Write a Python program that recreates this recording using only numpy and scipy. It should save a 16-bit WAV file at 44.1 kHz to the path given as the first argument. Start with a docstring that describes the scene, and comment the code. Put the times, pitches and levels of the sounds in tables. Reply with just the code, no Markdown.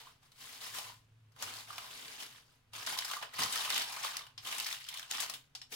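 """A soft crinkle of thin plastic grows busier as hands fold and tuck a sheet over baking tins.
Creases buckle in swarms of tiny clicks over the friction hiss of sliding film; larger folds snap over
and wide panels pop with a hollow note. Late on, a nudged tin ticks and rings in its modes.
The tiled kitchen corner adds a short bright reverberation, and a low hum wavers underneath."""
import sys
import numpy as np
from scipy import signal
from scipy.fft import rfft, irfft, next_fast_len
from scipy.io import wavfile
from scipy.ndimage import uniform_filter1d

SR = 44100
rng = np.random.default_rng(int(sys.argv[2]) if len(sys.argv) > 2 else 0)


def store_pcm(level_fs):
    """Save levels as 16-bit WAV."""
    pcm = np.round(np.clip(level_fs, -1, 1) * 32767).astype(np.int16)
    wavfile.write(sys.argv[1], SR, np.atleast_2d(pcm).T)


N = 253575
TIME = np.arange(N) / SR


def from_db(db):
    return 10 ** (np.asarray(db) / 20)


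def unit_rms(x):
    return x / np.sqrt(np.mean(x ** 2) + 1e-20)


def unit_onset(x):
    """Normalisation to unit RMS over the first 8 ms."""
    return x / np.sqrt(np.mean(x[:, :SR // 125] ** 2))


def add(out, start_s, sound):
    """Superposition: a sound joins the mix at its start time."""
    at = round(start_s * SR)
    out[:, at:at + sound.shape[1]] += sound[:, :N - at]


def per_bin(curve, size):
    """Interpolation of a curve over log frequency onto the bins of a transform."""
    hz, value = np.transpose(curve)
    return np.interp(np.log(np.fft.rfftfreq(size, 1 / SR) + 1), np.log(hz), value)


def colour(x, curve):
    """Minimum-phase filtering by a curve of (Hz, dB) points, through the folded cepstrum."""
    size = 4096
    cepstrum = irfft(np.log(from_db(per_bin(curve, size))))
    cepstrum[1:size // 2] *= 2
    cepstrum[size // 2 + 1:] = 0
    impulse_response = irfft(np.exp(rfft(cepstrum)))
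    return signal.fftconvolve(np.atleast_2d(x), impulse_response[None], axes=1)[:, :x.shape[-1]]


def band(x, edges_hz):
    return signal.sosfilt(signal.butter(3, edges_hz, "band", fs=SR, output="sos"), x)


def resonance(x, hz, width_hz):
    """Forced response of one damped mode."""
    r = np.exp(-np.pi * width_hz / SR)
    feedback = [1, -2 * r * np.cos(2 * np.pi * hz / SR), r * r]
    return signal.lfilter(np.array([1, 0, -1]) * (1 - r * r) / 2, feedback, x)


def drift(rate_hz):
    """Low-passed noise: a slow random fluctuation of unit RMS."""
    step, run_in = 40, 2000
    r = np.exp(-2 * np.pi * rate_hz * step / SR)
    noise = rng.standard_normal(N // step + run_in + 2)
    slow = signal.lfilter([1], [1, -2 * r, r * r], noise)[run_in:]
    return np.interp(np.arange(N) / step, np.arange(len(slow)), unit_rms(slow))


def swell_db(start, attack_s, hold_s, fade_db_per_s, rise_db=28):
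    """Exponential growth, hold and exponential decay, in dB relative to the top."""
    t = TIME - start - attack_s
    return rise_db * np.minimum(t / max(attack_s, .001), 0) - fade_db_per_s * np.maximum(t - hold_s, 0)


# Coherence of the sound field. Each row: frequency in Hz, left-right correlation from 0 to 1.
COHERENCE = [(30, .995), (130, 0.93), (210, 1), (380, 0.12), (700, 0.34), (1300, 0.32), (2400, 0),
             (4500, 0.34), (16000, 0.0092)]
def stereo_noise(size):
    """Partially coherent noise: the two sides are alike in the bass and mostly unrelated above it."""
    padded = next_fast_len(size + size % 2, True) * 2
    mid, side = rfft(rng.standard_normal((2, padded)))
    alike = np.clip(per_bin(COHERENCE, padded), -1, 1)
    return irfft(np.sqrt((1 + alike) / 2) * mid + np.sqrt((1 - alike) / 2) * side * [[1], [-1]])[:, :size]


# The kitchen's background spectrum. Each row: frequency in Hz, relative spectral density in dB.
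ROOM_SPECTRUM = [(20, -13.5), (45, -13.5), (80, -11.5), (105, -10), (135, -3.5), (160, -12.5), (195, -27),
                 (250, -16), (350, -30.5), (1000, -27), (3000, -28), (16000, -57)]
def room_noise(level_db):
    """Stationary noise, dull because most of its power lies in the bass."""
    return from_db(level_db) * unit_rms(colour(stereo_noise(N), ROOM_SPECTRUM))


# Swells of the hum. Each row: start, attack and hold in seconds, level in dB.
HUM_SWELLS = [(.55, 0.16, 0.27, -69.5), (1.002, 0.12, 0.18, -65), (1.35, 0.11, 0.29, -67.5),
              (2.597, 0.13, 0.053, -64), (3.302, .1, 0.045, -63), (4.2, 0.16, 0.045, -68)]
def hum(hz, waver_hz, flicker_db, fade_db_per_s):
    """A low tone comes and goes under slow random modulation of frequency and amplitude."""
    swells = sum(from_db(db + swell_db(start, attack_s, hold_s, fade_db_per_s))
                 for start, attack_s, hold_s, db in HUM_SWELLS)
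    phase = 2 * np.pi * np.cumsum(hz + waver_hz * drift(5.16)) / SR
    return np.sqrt(2) * swells * from_db(flicker_db * drift(11)) * np.sin(phase)


def tile_reverb(x, build_s, t60_s, level_db):
    """Reverberation: dense reflections from the tiles build up quickly and decay exponentially."""
    t = TIME[:SR // 2]
    tail = stereo_noise(len(t)) * from_db(-60 * t / t60_s) * (1 - np.exp(-t / build_s))
    tail /= np.sqrt(np.sum(tail ** 2) / 2)
    tail = colour(tail, [(200, 0), (1000, 0.5), (5000, -2.0), (14000, -1.5)])
    return from_db(level_db) * signal.fftconvolve(x, tail, axes=1)[:, :N]


# Modes of the tins and corner. Each row: frequency in Hz, bandwidth in Hz, gain in dB.
CORNER_MODES = [(242, 18, -5.5), (450, 17, -7.5), (657, 33, -0.5), (779, 13, 1.5), (980, 55, -7),
                (1460, 12, -16), (1526, 15, -8), (2040, 12, -23), (2650, 18, -12), (3026, 94, -8.5),
                (3110, 8.8, -1), (3707, 82, -8.5), (5330, 36, -5)]
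def corner(x):
    """Sympathetic resonance: the tins and the hollow between the walls ring along with the sound."""
    return x + sum(from_db(db) * resonance(x, hz, width_hz) for hz, width_hz, db in CORNER_MODES)


# Balance of the two sides. Each row: frequency in Hz, left minus right level in dB.
LEFT_LEAN = [(300, 0.5), (700, -0.5), (1150, -0.5), (2800, -3), (4200, 0.5), (5200, 2), (6300, 15),
             (8000, 6), (10500, 6), (13000, 3), (15500, 24)]
def balance(x):
    """Constant-power panning by frequency: the left side receives more of the high treble."""
    hz, lean_db = np.transpose(LEFT_LEAN)
    shares = [2 / (1 + from_db(-sign * lean_db) ** 2) for sign in (1, -1)]
    curves = [np.column_stack([hz, 10 * np.log10(share)]) for share in shares]
    return np.vstack([colour(side, curve) for side, curve in zip(x, curves)])


# Response of the sheet on the worktop. Each row: frequency in Hz, gain in dB.
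SHEET_RESPONSE = [(170, -14.5), (245, -8), (320, -12), (450, -7), (560, -7.5), (720, -2), (1100, 2),
                  (1600, -2), (2300, -2.5), (3300, 0.5), (4800, -2), (7000, -10), (11500, -12),
                  (16000, -15)]
def sheet_colour(x):
    """Source and filter: the sheet's response favours the middle frequencies of an excitation."""
    return colour(x, SHEET_RESPONSE)


# Registers of the sheet, from wide panels to the finest creases. Each row: low and high edge in Hz.
REGISTER_EDGES = [(170, 500), (500, 1800), (1800, 6000), (6000, 17000)]
def registers(x):
    """Band-pass division into four registers: flapping, crumpling, crinkle and sizzle."""
    return [band(x, edges_hz) for edges_hz in REGISTER_EDGES]


def click(noise, hz, crack_s, tail_s, tail_db, ring_db, q):
    """Transient excitation: a crack and a slower tail of noise drive one damped resonance."""
    t = TIME[:noise.shape[1]]
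    burst = noise * (np.exp(-t / crack_s) + from_db(tail_db) * np.exp(-t / tail_s))
    return unit_rms(burst + from_db(ring_db) * resonance(burst, hz, hz / q))


# Pressure on the tin. Each row: start in seconds, level in dB, decay time in seconds.
PRESSES = [(3.389, -55, 0.068)]
def hand_press(edges_hz):
    """A soft impact: hands press the sheet onto the tin with a dull bump of decaying noise."""
    push = sum(from_db(db) * (TIME > start) * np.exp(-np.abs(TIME - start) / decay_s)
               for start, db, decay_s in PRESSES)
    return push * unit_rms(band(stereo_noise(N), edges_hz))


# Modes of a tin. Each row: frequency in Hz, relative level in dB, time to fall 60 dB in seconds.
TIN_MODES = [(757, -17, 0.14), (1714, -29, 0.18), (2410, -17, 0.17), (2900, -13, 0.09), (3660, -17, .14),
             (4054, -14, .05), (4398, -14, .16), (4700, -10, 0.036), (5292, 5, 0.033), (5491, -11.5, 0.3)]
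# Nudges of the tin. Each row: start in seconds, level in dB, centre of the contact noise in Hz.
TIN_NUDGES = [(4.378, -45, 4260), (5.551, -43, 5500), (5.616, -48.5, 4850)]
def tin_ticks(crack_s, scrape_s, scrape_db, modes_db):
    """Free vibration: a bright contact with a brief scrape rings the modes, differently each time."""
    out, t = np.zeros((2, N)), TIME[:SR // 5]
    mode_hz, mode_db, t60_s = np.transpose(TIN_MODES)[:, :, None]
    for start, db, hz in TIN_NUDGES:
        contact = click(stereo_noise(len(t)), hz, crack_s, scrape_s, scrape_db, ring_db=15, q=1.3)
        contact = unit_onset(band(sheet_colour(contact), [600, 17000]))
        strength_db = mode_db + rng.normal(0, 1.7, mode_db.shape) - 60 * t / t60_s
        cycles = mode_hz * t + rng.random((2, len(TIN_MODES), 1))
        ring = np.sum(from_db(strength_db) * np.sin(2 * np.pi * cycles), axis=1)
        add(out, start, from_db(db) * (contact + from_db(modes_db) * ring))
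    return out


# Wide panels popping through. Each row: start in seconds, relative level in dB, pitch in Hz.
PANEL_POPS = [(.070, -47, 1070), (.757, -47, 1010), (.785, -37.5, 800), (0.861, -41, 1010),
              (0.897, -42.5, 950), (1.704, -34, 1224), (1.783, -37.5, 1260), (2.925, -35, 870),
              (2.965, -36, 1026), (3.111, -32, 1180), (3.166, -30.5, 1188), (3.392, -31.5, 1230),
              (3.497, -38, 1120), (3.557, -29, 1264), (3.676, -33.5, 1100), (3.97, -36, 1100),
              (4.048, -29, 1125), (5.146, -42, 1060)]
def panel_pops(gain_db, decay_s, rise_s, detune):
    """Damped modal ringing: a panel turns inside out and sounds three close modes for a few cycles."""
    out, t = np.zeros((2, N)), TIME[:SR // 20]
    envelope = (1 - np.exp(-t / rise_s)) * np.exp(-t / decay_s)
    for start, db, hz in PANEL_POPS:
        modes_hz = hz * (1 + detune * np.array([-1, 0, 1]) * rng.uniform(0.38, 1.44, 3))
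        phase = rng.uniform(0, 2 * np.pi, (3, 1)) + rng.normal(0, 0.62, (2, 3, 1))
        note = np.sum([[.5], [1], [.5]] * np.sin(2 * np.pi * modes_hz[:, None] * t + phase), axis=1)
        add(out, start, from_db(db + gain_db) * envelope * note)
    return out


# Larger folds snapping over. Each row: start in seconds, relative crinkle level in dB,
# crumpling in dB relative to the crinkle, pitch in Hz, flutter decay time in seconds.
FOLD_SNAPS = [(0.318, -61.5, -10, 3920, 0.0085), (.785, -41.5, -23, 3600, .0037),
              (1.32, -73.5, -4, 5000, 0.01), (1.362, -63, 2, 3000, 0.014), (1.424, -40, -5.5, 6500, 0.0083),
              (1.781, -41.5, -7, 2560, 0.0057), (2.734, -48.5, -8.5, 2900, 0.0083),
              (2.864, -41, -20, 4840, .006), (2.872, -40, -2, 3700, 0.0034),
              (2.976, -42, -10, 3780, 0.0053), (2.988, -34.5, -29, 5040, .0026),
              (3.047, -39.5, -11, 4950, 0.012), (3.113, -40, -8.5, 3020, 0.0035),
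              (3.134, -41, -2, 1650, 0.0092), (3.167, -49, -5, 4000, 0.0054),
              (3.226, -43, 1.5, 2630, .0099), (3.39, -40, -5.5, 4610, .013),
              (3.435, -35.5, -11, 5380, .0044), (3.525, -41, -29, 7800, .0069),
              (3.557, -37, -8, 4000, .0045), (3.648, -36.5, -9, 2900, 0.022),
              (3.702, -34.5, -8, 4200, 0.0061), (3.743, -39, -11, 5940, 0.0034),
              (3.761, -35, -16.5, 3240, 0.0081), (3.778, -32, -15, 3170, 0.004),
              (3.819, -39.5, -10, 3470, 0.0059), (3.923, -47.5, -23, 5000, 0.0069),
              (4.045, -39, -4.5, 4230, 0.0082), (4.168, -38.5, -14, 5400, 0.0037),
              (4.267, -55, -5, 2820, 0.0061), (4.471, -41, -6, 3140, 0.0071),
              (4.525, -37, -7.5, 2270, 0.0066), (4.582, -44, -30, 8050, .0066),
              (4.6, -37, -13, 4600, 0.0026), (4.664, -38.5, -14, 4500, 0.013),
              (4.727, -39, -13, 3700, 0.0045), (4.887, -39.5, -34, 3260, 0.008),
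              (4.941, -45.5, -33, 4310, .0049), (4.973, -42.5, -24, 3270, 0.0061),
              (4.995, -47.5, -18, 5600, 0.0042), (5.112, -38.5, -20, 6740, 0.0022),
              (5.202, -37.5, -11.5, 6940, 0.014), (5.228, -40.5, -6, 4500, .0098),
              (5.297, -39.5, -9.5, 5000, .005), (5.338, -42, -17, 3270, 0.014)]
def fold_snaps(gain_db, sizzle_db_per_octave):
    """Snap-through: a fold flips with a crack and a flutter; smaller, higher folds sizzle more."""
    out = np.zeros((2, N))
    for start, db, crumple_db, hz, flutter_s in FOLD_SNAPS:
        noise = stereo_noise(SR // 25)
        burst = click(noise, hz, crack_s=0.00031, tail_s=flutter_s, tail_db=13, ring_db=3.5, q=4.3)
        upper_registers = registers(sheet_colour(burst))[1:]
        sizzle_db = -2 + sizzle_db_per_octave * np.log2(hz / 4000)
        for part, relative_db in zip(upper_registers, [crumple_db, 0, sizzle_db]):
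            add(out, start, from_db(gain_db + db + relative_db) * unit_onset(part))
    return out


# Pushes, folds and tucks of the hands. Each row: start, attack and hold in seconds, relative crinkle
# level in dB, then flapping, crumpling and sizzle in dB relative to the crinkle.
HAND_STROKES = [(0.0, 0.00067, 0.0087, -53, -21, -6, -5), (0.03, 0.028, 0.031, -60.5, -20, -4, -5),
                (0.19, .04, 0.027, -67.5, -19, -3.5, -2.5), (0.312, 0.1, 0.16, -52, -20, -9, -2),
                (0.579, 0.038, 0.062, -46, -24, -8, -2.5), (0.682, 0.066, 0.033, -44, -20, -6, 0),
                (0.791, 0.019, 0.08, -51, -20, -5.5, -3), (1.355, 0.057, 0.094, -46.5, -16.5, -5.5, -4),
                (1.492, 0.046, .06, -48, -20, -7.5, -3), (1.626, 0.067, 0.18, -51, -21, -4, -3.5),
                (1.849, 0.064, 0.24, -50, -17.5, -9, -4), (2.148, 0.055, .025, -45, -19.5, -9, -3.5),
                (2.273, 0.031, 0.076, -58.5, -18.5, -6.5, -4), (2.436, 0.025, 0.086, -71, -12, -5, -3),
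                (2.723, 0.021, 0.091, -46.5, -21.5, -6, -4), (2.852, 0.019, 0.062, -40, -20, -7, -3.5),
                (2.952, 0.024, 0.045, -42, -33, -7.5, -7), (3.042, .04, 0.065, -43.5, -27, -5, -2),
                (3.202, 0.014, 0.013, -48, -17, -2.5, -12), (3.304, 0.039, 0.045, -46, -23, -5, -5),
                (3.374, 0.017, 0.046, -34, -20, -5.5, -4), (3.436, 0.087, .1, -37.5, -25, -7.5, -3.5),
                (3.642, 0.062, 0.11, -36, -23.5, -9, -6.5), (3.838, 0.045, 0.22, -45.5, -25, -4.5, -3),
                (4.001, 0.034, 0.035, -41, -33.5, -7.5, -6), (4.119, 0.015, 0.064, -47.5, -23.5, -4, -10.5),
                (4.391, 0.072, 0.12, -43, -21.5, -8, -3), (4.563, 0.032, 0.14, -42, -30.5, -11.5, -4.5),
                (4.767, 0.036, 0.11, -52, -32, -14, -6.5), (4.87, 0.055, 0.097, -48, -29, -7.5, -6.5),
                (5.079, 0.033, 0.12, -40.5, -26, -8.5, -5.5), (5.264, 0.021, 0.047, -52.5, -13.5, -7, -4.5),
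                (5.699, 0.027, .03, -44, -14, -11, -0.5)]
def hand_effort(settle_db_per_s, rest_db):
    """Incoherent addition: strokes sum in power over a faint resting stir, giving dB per register."""
    power = np.full((len(REGISTER_EDGES), N), from_db(rest_db) ** 2)
    for start, attack_s, hold_s, db, flap_db, crumple_db, sizzle_db in HAND_STROKES:
        stroke = from_db(db + np.maximum(swell_db(start, attack_s, hold_s, settle_db_per_s), -100))
        power += from_db([[flap_db], [crumple_db], [0], [sizzle_db]]) ** 2 * stroke ** 2
    return 10 * np.log10(power)


def creases(effort_db, per_s, crowding, spread_db, facets):
    """Buckling: creases give way at random, more often under a firm hand, each at its facet's pitch."""
    rate = per_s * from_db(crowding * effort_db + 3 * drift(14))
    sizes_db = spread_db * np.minimum(rng.exponential(1, N), 2.8)   # most are tiny, a few are loud
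    amplitudes = from_db(sizes_db) * rng.choice([-1, 1], N)
    noises = np.split(stereo_noise(facets * (SR // 50)), facets, axis=1)
    facet_at = rng.integers(0, facets, N)
    clicks = [click(noise, hz, crack_s=0.00012, tail_s=0.0055, tail_db=5.5, ring_db=15, q=8.2)
              for noise, hz in zip(noises, np.geomspace(750, 11000, facets))]
    out = np.zeros((2, N))
    for at in np.flatnonzero(rng.random(N) < rate / SR):
        add(out, at / SR, amplitudes[at] * clicks[facet_at[at]])
    return unit_rms(out)


# Sliding of the film. Each row: time in seconds, hiss level in dB relative to the creases.
SLIDE_HISS = [(0, 3.5), (2.3, -0.5), (2.9, -3.5), (4.6, -4), (5.2, -10), (5.75, -3.5)]
def rustle(gain_db):
    """Buckling and sliding friction radiate the work of the hands, which sets each register's level."""
    effort_db = hand_effort(settle_db_per_s=198, rest_db=-85)
    _, _, crinkle_db, _ = effort_db
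    crackle = creases(crinkle_db - crinkle_db.max(), per_s=750, crowding=0.15, spread_db=3.5, facets=160)
    slide_db = np.interp(TIME, *np.transpose(SLIDE_HISS))
    film = sheet_colour(crackle + from_db(slide_db) * stereo_noise(N))
    out = 0
    for part, db in zip(registers(film), effort_db):
        # power over 40 ms follows the hands, whichever creases give it off
        running_rms = np.sqrt(uniform_filter1d(np.mean(part ** 2, axis=0), size=SR // 25) + 1e-12)
        out = out + part / running_rms * from_db(gain_db + db)
    return out


def scene():
    """Superposition: sheet and tins sound through the corner and the room, over hum and room noise."""
    sheet = rustle(gain_db=-1.02)
    sheet += fold_snaps(gain_db=0.3, sizzle_db_per_octave=6.5)
    sheet += panel_pops(gain_db=-2.5, decay_s=0.0051, rise_s=0.00066, detune=0.13)
    tins = tin_ticks(crack_s=0.0017, scrape_s=0.013, scrape_db=9, modes_db=-2)
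    tins += hand_press(edges_hz=[35, 302])
    near = corner(sheet + tins)
    reflections = tile_reverb(near, build_s=0.0038, t60_s=0.22, level_db=-5.5)
    low_hum = hum(hz=109, waver_hz=2.57, flicker_db=3.0, fade_db_per_s=150)
    return balance(near + reflections) + low_hum + room_noise(level_db=-71.5)


def record(dry):
    """An elliptic low-pass filter cuts the treble steeply above 16.1 kHz."""
    return signal.sosfilt(signal.ellip(12, .2, 80, 16100, fs=SR, output="sos"), dry)


dry = scene()
out = record(dry)
store_pcm(out)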